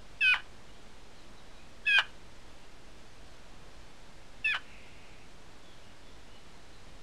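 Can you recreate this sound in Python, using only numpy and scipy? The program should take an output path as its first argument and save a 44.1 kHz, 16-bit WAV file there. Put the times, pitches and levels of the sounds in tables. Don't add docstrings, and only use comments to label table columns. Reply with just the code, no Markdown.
import sys
import numpy as np
from scipy import signal
from scipy.fft import rfft, irfft, next_fast_len
from scipy.io import wavfile

SR = 44100
rng = np.random.default_rng(int(sys.argv[2]) if len(sys.argv) > 2 else 0)


def master(y):
    cut = np.clip(np.atleast_2d(y).T, -1, 1)
    pcm = np.round(cut * 32767)
    wavfile.write(sys.argv[1], SR, pcm.astype(np.int16))


N = 309582
TIME = np.arange(N) / SR

# frequency_hz, relative_density_db
AIR_SPECTRUM = [(8.8, -27.5), (15, -3), (19, -3), (22, -14.5), (27, -15), (48, -10.5), (66, -18.5),
                (118, -20.5), (355, -24.5), (693, -26.5), (1200, -30), (3960, -35), (8180, -44),
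                (10000, -49.5), (15500, -66.5)]
# start_s, length_s, start_hz, end_hz, relative_level_db
SONG_NOTES = [(0.665, .06, 2750, 3110, -61), (1.138, .09, 4300, 3900, -63), (1.349, 0.068, 4040, 3860, -62),
              (1.52, 0.088, 4080, 3820, -63), (1.579, 0.038, 2360, 2570, -58.5),
              (2.599, 0.057, 2880, 2650, -61), (5.615, 0.15, 3480, 3150, -60.5),
              (5.813, 0.081, 2930, 2830, -62), (6.017, 0.127, 3360, 3550, -64.5),
              (6.255, 0.157, 2880, 3000, -61.5), (6.33, 0.064, 4340, 4020, -64),
              (6.512, 0.089, 4230, 3980, -66), (6.706, 0.11, 4200, 3830, -64)]
# delay_s, level_db (relative to the diffuse scatter)
ECHOES = [(.0034, -6), (0.0136, -4), (.021, -3.5)]
# centre_hz, nominal_width_hz, gain_db
FORMANTS = [(1230, 545, 2), (1520, 172, 7.5), (2260, 330, -1), (2920, 143, 6.5), (3340, 350, -39),
            (6500, 710, -21.5)]
# start_s, length_s, level_db
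RASPS = [(.339, .072, -32), (1.98, .038, -24), (4.54, .043, -30.5)]
# time_s, peak_db
SNAPS = [(.3427, -20), (1.9868, -12.5), (1.9926, -17.5), (4.5473, -23)]
PARTIALS = [(2, 0), (3, 0), (4, 0), (0, 2), (1, 1), (-1, 2), (2, 1)]
PARTIAL_LEVELS = [-3.5, -21.5, -32.5, -29, -29.5, -24.5, -38]
# attack_s, settle_s, sag_fraction_per_s, drop_fraction, slack_db
LOW_MOTION = (.021, .026, .61, .45, -9)
HIGH_MOTION = (.0034, .032, .12, .41, -13)
# start_s, length_s, collapse_s, collapse_span_s, low_hz, low_sharp_fraction,
# high_hz, high_sharp_fraction, low_db, high_db, accent_db, swell_db_per_s, low_lead_s,
# partial_boost_db, partial_flutter_db
CALLS = [(.2065, .148, .341, .0036, 1582, .135, 2534, .054, -31, -24.3, -2, 4, .002, 1.2, 2),
         (1.865, .122, 1.995, .0055, 1720, .07, 2515, .04, -32, -30, 3.7, 55, .019, -.8, 7),
         (4.4432, .118, 4.539, .0058, 1822, -.04, 2512, .07, -35.5, -31.7, 6.3, 8, .007, -.3, 5.5)]


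def undb(db):
    return 10 ** (np.asarray(db) / 20)


def unit(x):
    return x / (np.std(x) + 1e-12)


def wander(rate_hz):
    return unit(signal.sosfilt(signal.butter(2, rate_hz, fs=SR, output="sos"), rng.standard_normal(N)))


def band(x, lo_hz, hi_hz, order=2):
    return signal.sosfilt(signal.butter(order, [lo_hz, hi_hz], "band", fs=SR, output="sos"), x)


def gate(age, length_s, attack_s, release_s):
    return np.clip(age / attack_s, 0, 1) * np.clip((length_s - age) / release_s, 0, 1)


def reverberate(x, t60_s, build_s=.012):
    t = TIME[:SR]
    tail = rng.standard_normal(SR) * np.exp(-np.log(1000) * t / t60_s) * np.clip(t / build_s, 0, 1)
    return signal.fftconvolve(x, tail / np.linalg.norm(tail))[:N]


def outdoor_air(level_db=-52.5, swell_db=.21):
    hz, db = np.transpose(AIR_SPECTRUM)
    bin_hz = np.arange(N // 2 + 1) * SR / N
    colour = undb(np.interp(np.log(bin_hz + 1), np.log(hz), db))
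    noise = unit(irfft(rfft(rng.standard_normal(N)) * colour, N))
    return undb(level_db) * noise * undb(swell_db * wander(2.6))


def far_whistles(direct_db=-2, scatter_db=-2.5, warble=.022):
    song, waver = np.zeros(N), 1 + warble * wander(86)
    for start_s, length_s, start_hz, end_hz, db in SONG_NOTES:
        on = (TIME > start_s) & (TIME < start_s + length_s)
        progress = (TIME[on] - start_s) / length_s
        pitch_hz = (start_hz + (end_hz - start_hz) * progress) * waver[on]
        song[on] += undb(db) * np.sin(np.pi * progress) * np.sin(2 * np.pi * np.cumsum(pitch_hz) / SR)
    return undb(direct_db) * song + undb(scatter_db) * reverberate(song, t60_s=.41)


def far_churr(start_s=4.58, level_db=-56, fade_db_per_s=13, flutter_db=1.0):
    churr = unit(band(rng.standard_normal(N), 2050, 2850, order=4) * undb(flutter_db * wander(37)))
    age = TIME - start_s
    envelope = gate(age, length_s=.71, attack_s=.14, release_s=.04)
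    return churr * undb(level_db - fade_db_per_s * age) * envelope


def garden(x, scatter_db):
    dull = band(x, 600, 4000, order=1)
    echoes = sum(undb(db) * np.interp(TIME - delay_s, TIME, dull, left=0) for delay_s, db in ECHOES)
    return x + undb(scatter_db) * (echoes + reverberate(dull, t60_s=.25))


def throat(x, absorption_hz=9000):
    rung = 0
    for hz, width_hz, db in FORMANTS:
        stage = signal.iirpeak(hz, hz / (1.94 * width_hz), fs=SR)
        rung += undb(db) * signal.lfilter(*stage, signal.lfilter(*stage, x))
    return signal.sosfilt(signal.butter(1, absorption_hz, fs=SR, output="sos"), rung)


def rasp_envelope(hold_s=.016, fall_db_per_s=560, creak_db=-13):
    envelope = np.zeros(N)
    for start_s, length_s, db in RASPS:
        age = TIME - start_s
        fall_db = np.maximum(-fall_db_per_s * np.maximum(age - hold_s, 0), creak_db)
        envelope += undb(db + fall_db) * gate(age, length_s, attack_s=.005, release_s=.004)
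    return envelope


def rasp(rate_hz=750, jitter=.35, spread_db=3, hiss_db=-14, sheen_db=-34, bass_hz=1000, bass_max_db=-33):
    gap_draw, size_draw = rng.standard_normal((N // 20, 2)).T
    at = (np.cumsum(np.exp(jitter * gap_draw)) * SR / rate_hz).astype(int)
    slaps = np.bincount(at[at < N], undb(spread_db * size_draw[at < N]), N)
    source = unit(slaps) + undb(hiss_db) * rng.standard_normal(N)
    sheen = undb(sheen_db) * unit(band(source, 6000, 12000))
    rung, envelope = unit(throat(source)), rasp_envelope()
    bass = signal.sosfiltfilt(signal.butter(3, bass_hz, fs=SR, output="sos"), rung)
    return (rung - bass + sheen) * envelope + bass * np.minimum(envelope, undb(bass_max_db))


def snaps():
    impulses = np.zeros(N)
    for time_s, peak_db in SNAPS:
        impulses[int(time_s * SR)] = undb(peak_db)
    return throat(impulses) / np.abs(throat(signal.unit_impulse(SR // 20))).max()


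def membrane(age, slack, hz, sharp, accent_db, attack_s, settle_s, sag_per_s, drop, slack_db):
    held = np.maximum(age, 0)
    opening = np.exp(-(held / settle_s) ** 2)
    pitch_hz = hz * (1 + sharp * opening) * (1 - sag_per_s * held) * (1 - drop * slack)
    onset = (1 - np.exp(-held / attack_s)) ** 1.5
    return pitch_hz, onset * undb(accent_db * opening + slack_db * slack)


def syrinx(low_jitter=.0085, high_jitter=.0033, wobble=.0045, slack_jitter=.035,
           shimmer_db=.7, heave_db=.8, hiss_db=-34, sheen_db=-47,
           scoop_per_s=11, solo_db=-4, join_s=.01, release_s=.009):
    low_shake = 1 + low_jitter * wander(230) + wobble * wander(35)
    high_shake = 1 + high_jitter * wander(240)
    low_flutter = undb(shimmer_db * wander(180) + heave_db * wander(35))
    high_flutter = undb(shimmer_db * wander(150))
    contacts = [np.minimum(wander(130), .3) for _ in PARTIALS]
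    low_slip, high_slip = slack_jitter * wander(400), slack_jitter * wander(400)
    turbulence = undb(hiss_db) * unit(band(rng.standard_normal(N), 2600, 4800))
    turbulence += undb(sheen_db) * unit(band(rng.standard_normal(N), 8300, 13000))
    out = np.zeros(N)
    for (start_s, length_s, collapse_s, span_s, low_hz, low_sharp, high_hz, high_sharp,
         low_db, high_db, accent_db, swell_db_per_s, lead_s, boost_db, flutter_db) in CALLS:
        on = (TIME > start_s - lead_s) & (TIME < start_s + length_s)
        age = TIME[on] - start_s
        slack = .5 + .5 * np.tanh((TIME[on] - collapse_s) / (2 * span_s))
        effort = undb(swell_db_per_s * age) * np.clip((length_s - age) / release_s, 0, 1)
        low_pitch, low_gain = membrane(age + lead_s, slack, low_hz, low_sharp, 0, *LOW_MOTION)
        high_pitch, high_gain = membrane(age, slack, high_hz, high_sharp, accent_db, *HIGH_MOTION)
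        low_pitch *= 1 + scoop_per_s * np.minimum(age, 0)
        alone = 1 - np.clip(age / join_s, 0, 1)
        low_gain *= effort * undb(low_db + solo_db * alone) * low_flutter[on]
        high_gain *= effort * undb(high_db) * high_flutter[on]
        low_phase = 2 * np.pi * np.cumsum(low_pitch * (low_shake[on] + slack * low_slip[on])) / SR
        high_phase = 2 * np.pi * np.cumsum(high_pitch * (high_shake[on] + slack * high_slip[on])) / SR
        tone = low_gain * np.sin(low_phase) + high_gain * np.sin(high_phase)
        for (m, n), db, contact in zip(PARTIALS, PARTIAL_LEVELS, contacts):
            low_share = abs(m) / (abs(m) + n)
            parents = low_gain ** low_share * high_gain ** (1 - low_share)
            gain = parents * undb(db + boost_db + flutter_db * contact[on])
            tone += gain * np.sin(m * low_phase + n * high_phase)
        out[on] = np.sqrt(2) * tone + (low_gain + high_gain) * turbulence[on]
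    return out


def scene():
    voices = garden(syrinx(), scatter_db=-21)
    rasps = garden(rasp() + snaps(), scatter_db=-14.5)
    return (voices + rasps + far_whistles() + far_churr() + outdoor_air())[None]


def record(dry, shift_hz=6800, shift_db=-33.5, mirror_hz=17950, mirror_db=-55,
           top_hz=15650, offset=.0053):
    analytic = signal.hilbert(band(dry, 1700, 6000), next_fast_len(N))[:, :N]
    shifted = undb(shift_db) * np.real(analytic * np.exp(2j * np.pi * shift_hz * TIME))
    mirrored = undb(mirror_db) * np.real(analytic * np.exp(-2j * np.pi * mirror_hz * TIME))
    copies = band(shifted + mirrored, 9000, 19000, order=4)
    return signal.sosfilt(signal.ellip(8, .2, 70, top_hz, fs=SR, output="sos"), dry + copies) + offset


dry = scene()
out = record(dry)
master(out)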